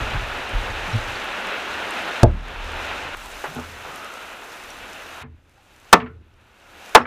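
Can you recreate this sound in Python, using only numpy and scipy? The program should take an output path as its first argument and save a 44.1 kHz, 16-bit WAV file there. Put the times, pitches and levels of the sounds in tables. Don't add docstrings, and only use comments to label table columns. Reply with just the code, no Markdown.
import sys
import numpy as np
from scipy import signal
from scipy.fft import rfft, irfft
from scipy.io import wavfile

SR = 44100
rng = np.random.default_rng(int(sys.argv[2]) if len(sys.argv) > 2 else 0)


def volts_from_decibels(level):
    exponent = np.asarray(level, float) / 20
    return 10 ** exponent


def digitize_waveform(pressure):
    field = np.atleast_2d(pressure).T
    bounded = np.clip(field, -1, 1)
    quanta = np.round(bounded * 32767).astype(np.int16)
    wavfile.write(sys.argv[1], SR, quanta)


N = 311346
T = np.arange(N) / SR
SLOW_T = T[::32]
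BENCH_FROM_S = 3.15

# frequency in Hz, level in dB per Hz.
ROAR_COLOUR = [(120, -24), (200, -8), (330, -6), (550, -2.5), (860, -1.5), (1150, -3.5), (1450, -.2),
               (1750, -3.5), (2150, -6), (2650, -3.5), (3200, -10), (3900, -12), (4500, -22), (7000, -40)]
# frequency in Hz, level in dB per Hz.
PATTER_COLOUR = [(1500, -6), (3500, .2), (5000, -1.5), (6300, -.5), (8000, -5), (11000, -8.5), (15800, -12)]
# frequency in Hz, level in dB per Hz.
MICROPHONE_NOISE_COLOUR = [(50, 4.5), (400, 3.5), (800, -1.5), (1300, -11), (3500, -10), (5000, -2.5),
                           (7000, .2), (15800, .2)]
# level in dB, treble against level in dB.
RAIN_AT_TABLE, RAIN_AT_BENCH = (-30.3, -17.7), (-39.7, -13)
# start in seconds, level the hiss sinks to in dB, seconds it stays down.
HISS_SINKS = [
    (2.236, -44, .1),
    (5.232, -65.5, .16),
    (5.94, -66, .25),
    (6.96, -68, .13),
]
# middle in seconds, half length in seconds, level in dB,
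# treble in dB.
RUSTLES = [(1.08, .15, .2, 1.5), (1.9, .3, 1.2, .1), (2.5, .05, 2.5, .1), (3.11, .08, -4, .3),
           (3.18, .06, 1.5, .5), (3.4, .15, 1.5, 3), (3.98, .14, 1.8, -.5), (5.72, .3, .1, 3.5),
           (6.3, .3, .1, -1.8), (6.86, .15, 3, 1.5)]
# deep in dB, upper in dB.
TREMOR_AT_TABLE, TREMOR_AT_BENCH = (-60, -55), (-64, -61)
# start in seconds, deep level in dB, upper level in dB,
# length in seconds, decay in dB per second.
SHAKES = [(0, -31, -35, .22, 70), (.52, -36, -38, .17, 35), (.88, -37, -40, .2, 90),
          (1.7, -52, -54, .1, 70), (2.45, -42, -47, .35, 30), (3.15, -45, -58, .18, 60),
          (3.62, -55, -51, .16, 45), (4.65, -57, -57, .2, 25), (5.1, -60, -58, .1, 30),
          (5.22, -58, -47, .06, 80), (5.98, -57, -44, .12, 60)]
# start in seconds, peak in dB.
DROPS = [(.4933, -32), (.9642, -32), (1.2431, -31), (1.4706, -29), (1.9081, -24), (2.4843, -41),
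         (2.6449, -34), (2.7192, -36), (3.1707, -33), (3.2595, -31), (3.5488, -31), (3.5987, -33),
         (3.9599, -30), (4.0457, -30), (4.1385, -32), (4.5296, -35), (4.6374, -34), (4.7037, -33),
         (4.9322, -34), (5.4954, -50), (5.7633, -43), (5.8002, -46), (5.8471, -44), (6.3394, -59),
         (6.4133, -57), (6.5994, -50), (6.761, -46), (6.8613, -32), (6.8932, -37)]
# start in seconds, peak
# in dB, frequency in Hz, rise in seconds.
PUSHES = [(.005, -24, 33, .015), (.0, -29, 110, .03), (.14, -20, 110, .012), (.15, -23, 36, .02),
          (.53, -14, 38, .035), (.525, -25, 100, .015), (.53, -32, 260, .005), (.87, -33, 180, .02),
          (.92, -14, 110, .04), (.935, -27, 230, .02), (2.245, -12, 75, .02), (2.3, -33, 175, .04),
          (3.46, -38, 150, .04), (3.03, -42, 125, .04), (5.935, -20, 175, .012)]
# frequency in Hz, time to fall 60 dB in seconds.
PLANK_DECAY = [(35, .2), (75, .32), (110, .12), (178, .2), (245, .09)]
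# start in seconds, peak in dB, frequency in Hz,
# rise in seconds, time to fall 60 dB in seconds.
KNIFE_HUM = [
    (2.46, -36, 77, .28, 1.8),
    (2.47, -30, 34, .16, 1.1),
]
# frequency in Hz, level in dB, rise in seconds, time to fall 60 dB in seconds.
BENCH_MODES = [(81, -1, .05, .5), (139, -2.5, .02, .17), (244, .5, .025, .2), (441, -.5, .015, .22)]
# start in seconds, peak in dB, Hz favoured by the spot.
KNOCKS = [(3.552, -26, 200), (3.66, -39, 75), (5.228, -35, 160), (5.25, -39, 75), (5.965, -26, 320),
          (5.97, -33, 75), (6.015, -28, 280), (6.09, -40, 90), (6.985, -28, 240)]
# start in seconds, level in dB, centre in Hz.
RUMBLE = (1.8, .9), [(.0, -38, 160), (2.3, -38, 160), (3.5, -45, 170), (3.86, -48, 200), (5.25, -56, 200),
          (6.05, -49, 260)]
MEAT_SLAP = (2.6, .16), [(3.439, -23, 800), (3.558, -31, 600), (3.582, -30, 600), (3.884, -33, 800),
             (5.23, -44, 600), (6.03, -40, 600)]
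WET_SQUEAK = (.12, .06), [(.926, -36, 5500), (.93, -33, 4000), (1.153, -33, 4400), (4.703, -38, 5800),
              (7.015, -48, 5300)]
MEAT_SLIDE = (.2, .9), [(3.884, -39, 1250), (3.9, -44, 580), (4.01, -40, 1280), (4.09, -39, 1360)]
BOARD_BOUNCE = (1.8, .12), [(3.848, -33, 800), (5.226, -38, 1300), (6.0, -29, 1500), (6.06, -38, 1300),
                (6.966, -14, 1000), (7.012, -30, 1300), (7.053, -29, 1300)]
BOARD_BUZZ = (.3, .25), [(5.54, -58, 540), (5.562, -57, 1450), (5.575, -56, 800), (6.0, -37, 1100),
              (6.02, -46, 2150), (6.065, -45, 1400)]
BLADE_CRACK = (3.8, .02), [(2.231, -10, 2400), (5.9268, -14, 6000), (6.947, -15, 5000)]
BLADE_THUD = (1.4, .11), [(2.231, -5, 520), (5.94, -11, 380), (6.9475, -14, 600)]
# frequency in Hz, level in dB, time to fall 60 dB in seconds.
TABLE_MODES = [(37.7, -11, 0.7), (113, 0, 0.17), (226, -10, 0.14), (275, -11, 0.21), (415, -9, 0.12),
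               (463, -13, 0.15), (565, -20, 0.2), (608, -20, 0.17), (684, -11, 0.14), (872, -22, 0.17),
               (969, -40, 0.41), (1427, -43, 0.19), (1631, -38, 0.26)]
BOARD_END_MODES = [(237, -16, .22), (447, -18, .3), (716, -11, .21), (910, -5, .14), (1001, -2.5, .11),
                   (1087, -8, .2), (1130, -9, .24), (1200, -.5, .13), (1303, -4, .17), (1427, -1.5, .11),
                   (1776, -11, .2), (1990, -9, .12), (2290, -14, .12), (2541, -13, .08), (2729, -17, .12),
                   (3200, -18, .08)]
BOARD_MIDDLE_MODES = [(86.1, -30, 5.0), (242, -15, 0.21), (474, -5, 0.083), (603, -14, 0.18), (678, 0, 0.1),
                      (877, 0, 0.073), (1001, -6, 0.09), (1141, -9, 0.1), (1314, -17, 0.13),
                      (1437, -18, 0.17), (1647, -13, 0.1), (2175, -21, 0.1), (2708, -27, 0.13),
                      (2848, -31, 0.13), (3381, -35, 0.14), (3790, -30, 0.077)]
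# start in seconds, strength in dB, first shock in dB, seconds the shock takes to die,
# seconds the gain holds, dB by which it then sinks.
STAB = (2.231, -3, 2.5, .008, .024, 1.5)
FIRST_CHOP = (5.9286, -8, 24, .014, .0165, 8)
SECOND_CHOP = (6.9497, -7.5, 30, .016, .035, 4)


def rms_one(x):
    return x / np.sqrt(np.mean(x ** 2) + 1e-20)


def at_hz(points, hz):
    points = np.array(points)
    return np.interp(np.log(hz), np.log(points[:, 0]), points[:, 1])


def lowpass(x, order, hz):
    return signal.sosfilt(signal.butter(order, hz, fs=SR, output="sos"), x)


def band(x, low_hz, high_hz):
    edges = [low_hz, min(high_hz, .45 * SR)]
    return signal.sosfilt(signal.butter(2, edges, "band", fs=SR, output="sos"), x)


def drift(rate_hz):
    r = np.exp(-80 * np.pi * rate_hz / SR)
    white = rng.standard_normal(N // 40 + 2002)
    slow = signal.lfilter([1], [1, -2 * r, r * r], white)[2000:]
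    return np.interp(np.arange(N) / 40, np.arange(len(slow)), rms_one(slow))


def ring(clicks, hz, t60):
    r = volts_from_decibels(-60 / (max(t60, 1e-4) * SR))
    w = 2 * np.pi * hz / SR
    return signal.lfilter([0, np.sin(w)], [1, -2 * r * np.cos(w), r * r], clicks + 1e-18)


def add(out, s, piece):
    at = round(s * SR)
    out[at:at + len(piece)] += piece[:N - at]


def by_place(at_table, at_bench):
    return [np.where(SLOW_T < BENCH_FROM_S, a, b) for a, b in zip(at_table, at_bench)]


def colour(x, spectrum):
    hz = np.maximum(np.fft.rfftfreq(N, 1 / SR), 1)
    return irfft(rfft(x) * volts_from_decibels(at_hz(spectrum, hz)), N)


def patchy_noise(spectrum, low_hz, patchy_db, grain_db):
    out = 0
    shared_db = patchy_db * drift(9.0) + grain_db * drift(150.0)
    noise = colour(rng.standard_normal((2, N)), spectrum)
    edges = low_hz * 2 ** np.arange(0, np.log2(SR / 2 / low_hz), .5)
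    for k, (low, high) in enumerate(zip(edges, edges[1:])):
        flicker_db = shared_db + patchy_db * drift(14.0)
        out = out + volts_from_decibels(flicker_db) * band(noise[k % 2], low, high)
    return rms_one(out)


def rain_levels():
    fall_s, recovers_db_per_s = .014, 29
    treble_share, treble_back_s = .5, .07
    level_db, treble_db = by_place(RAIN_AT_TABLE, RAIN_AT_BENCH)
    for s, low_db, down in HISS_SINKS:
        since = SLOW_T - s
        fallen = np.clip(since / fall_s + .5, 0, 1)
        recovered_db = recovers_db_per_s * np.maximum(since - down, 0)
        lost_db = fallen * np.maximum(level_db - low_db - recovered_db, 0)
        treble_fade = fallen * np.exp(-np.maximum(since, 0) / treble_back_s)
        treble_db = treble_db - treble_share * lost_db.max() * treble_fade
        level_db = level_db - lost_db
    for s, half, swell_db, bright_db in RUSTLES:
        shape = np.exp(-((SLOW_T - s) / half) ** 2)
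        level_db = level_db + swell_db * shape
        treble_db = treble_db + bright_db * shape
    return np.interp(T, SLOW_T, level_db), np.interp(T, SLOW_T, treble_db)


def rain_and_hiss():
    level_db, treble_db = rain_levels()
    at_table = T < BENCH_FROM_S
    roar = patchy_noise(ROAR_COLOUR, low_hz=100, patchy_db=.7, grain_db=.4)
    patter = patchy_noise(PATTER_COLOUR, low_hz=1200, patchy_db=.7, grain_db=1.1)
    farther = volts_from_decibels(2.2) * lowpass(patter, 1, 6500)
    patter = np.where(at_table, farther, patter)
    own_db = level_db + treble_db + np.where(at_table, -13, -8.5)
    own = volts_from_decibels(own_db) * rms_one(colour(rng.standard_normal(N), MICROPHONE_NOISE_COLOUR))
    rain = volts_from_decibels(level_db + .8) * roar + volts_from_decibels(level_db + treble_db + 3.2) * patter
    return rain + own * [[1], [-1]]


def plank_levels():
    rise_db_per_s = 400
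    gains = [volts_from_decibels(db) for db in by_place(TREMOR_AT_TABLE, TREMOR_AT_BENCH)]
    for s, *peaks_db, lasts, dies in SHAKES:
        before, after = np.maximum(s - SLOW_T, 0), np.maximum(SLOW_T - s - lasts, 0)
        under_db = rise_db_per_s * before + dies * after
        gains = [np.hypot(gain, volts_from_decibels(db - under_db)) for gain, db in zip(gains, peaks_db)]
    return [np.interp(T, SLOW_T, 20 * np.log10(gain)) for gain in gains]


def plank_tremor():
    deep_db, upper_db = plank_levels()
    white = rng.standard_normal((2, N))
    deep = band(white[0], 20, 55) + volts_from_decibels(-62) * ring(white[0], 35, .5)
    upper = band(band(white[1], 55, 120), 50, 130) + volts_from_decibels(-60) * ring(white[1], 80, .4)
    floor = volts_from_decibels(-65) * rms_one(band(white[0], 130, 400))
    return floor + volts_from_decibels(deep_db + .2) * rms_one(deep) + volts_from_decibels(upper_db - 1.5) * rms_one(upper)


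def drops():
    out, t = np.zeros(N), T[:400]
    for s, db in DROPS:
        hz = 6600 * 2 ** (.2 * rng.standard_normal())
        noise = rng.standard_normal(len(t)) * volts_from_decibels(-60 * t / .006)
        click = band(noise, hz / 1.6, hz * 1.6)
        add(out, s, volts_from_decibels(db + .5) * click / np.abs(click).max())
    return out


def mode_swells(rows):
    out, t = np.zeros(N), T[:SR * 2 // 3]
    for s, db, hz, rise, t60 in rows:
        swell = np.sin(np.pi / 2 * np.minimum(t / rise, 1)) ** 2
        decay = volts_from_decibels(db - 60 * np.maximum(t - rise, 0) / t60)
        add(out, s, decay * swell * np.sin(2 * np.pi * hz * t))
    return out


def plank_pushes():
    return mode_swells([(s, db, hz, rise, at_hz(PLANK_DECAY, hz)) for s, db, hz, rise in PUSHES])


def bench_knocks():
    rows = []
    for s, db, spot_hz in KNOCKS:
        for hz, mode_db, rise, t60 in BENCH_MODES:
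            off_spot_db = 7 * abs(np.log2(hz / spot_hz))
            rows.append((s, db + mode_db - off_spot_db, hz, rise, t60))
    return mode_swells(rows)


def noise_bursts(kind):
    (octaves, t60), rows = kind
    out, t = np.zeros(N), T[:SR // 2]
    fade = np.minimum(t / .0015, 1) * np.minimum((.5 - t) / .1, 1)
    for s, db, hz in rows:
        low, high = hz / 2 ** (octaves / 2), hz * 2 ** (octaves / 2)
        noise = rng.standard_normal(len(t))
        burst = rms_one(band(band(noise, low, high), low, high))
        add(out, s, volts_from_decibels(db - 60 * t / t60) * fade * burst)
    return out


def wet_meat():
    return noise_bursts(MEAT_SLAP) + noise_bursts(WET_SQUEAK) + noise_bursts(MEAT_SLIDE)


def loose_wood():
    return noise_bursts(BOARD_BOUNCE) + noise_bursts(BOARD_BUZZ) + noise_bursts(RUMBLE)


def blade_entry():
    return noise_bursts(BLADE_CRACK) + noise_bursts(BLADE_THUD)


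def shelter_tail(t, tail_db, tail_hz, tail_t60):
    noise, tail = rng.standard_normal((2, len(t))), 0
    for k, hz in enumerate(125 * 2. ** np.arange(7)):
        t60 = tail_t60 * (1000 / hz) ** .35
        share = 1 / np.sqrt((tail_hz / hz) ** 3.8 + 1 + (hz / tail_hz) ** 5.2)
        octave = rms_one(band(noise[k % 2], hz / 2 ** .5, hz * 2 ** .5))
        tail = tail + share * volts_from_decibels(tail_db - 60 * t / t60) * octave
    return tail


def blow(event, modes, contact, longest, **tail):
    s, db, shock_db, shock, hold, sink_db = event
    out, t = np.zeros(N), T[:SR // 2]
    wood = 0
    for hz, level_db, t60 in modes:
        crunch = rng.standard_normal(len(t)) * np.exp(-t / contact)
        mode = ring(crunch, hz, min(t60, longest))
        wood = wood + volts_from_decibels(level_db) * mode / np.abs(mode).max()
    shock_db = shock_db * np.clip(1 - t / shock, 0, 1)
    sink_db = sink_db * (1 - np.clip((t - hold) / .003 + .5, 0, 1))
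    level = volts_from_decibels(db + shock_db + sink_db) * np.minimum(t / contact, 1)
    add(out, s, level * (wood + shelter_tail(t, **tail)))
    return out


def knife_stab():
    stab = blow(STAB, TABLE_MODES, contact=.001, longest=.7, tail_db=-9, tail_hz=330, tail_t60=.15)
    return stab + mode_swells(KNIFE_HUM)


def hatchet_chops():
    first = blow(FIRST_CHOP, BOARD_END_MODES, contact=.0015, longest=.2,
                 tail_db=2.5, tail_hz=1300, tail_t60=.155)
    second = blow(SECOND_CHOP, BOARD_MIDDLE_MODES, contact=.004, longest=.3,
                  tail_db=3.5, tail_hz=1050, tail_t60=.17)
    return first + second


def scene():
    handling = plank_tremor() + drops() + plank_pushes() + bench_knocks()
    meat_and_board = wet_meat() + loose_wood()
    blades = blade_entry() + knife_stab() + hatchet_chops()
    return rain_and_hiss() + (handling + meat_and_board + blades)


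def band_limit(x):
    return signal.sosfilt(signal.butter(12, 15660, fs=SR, output="sos"), x)


def record(dry):
    clipped = np.clip(dry, -1, 1)
    x = signal.sosfilt(signal.cheby2(10, 50, 16100, fs=SR, output="sos"), clipped)
    bass = lowpass(x, 2, 120)
    mix = x + volts_from_decibels(-31) * bass * [[-1], [1]]
    return band_limit(mix)


dry = scene()
out = record(dry)
digitize_waveform(out)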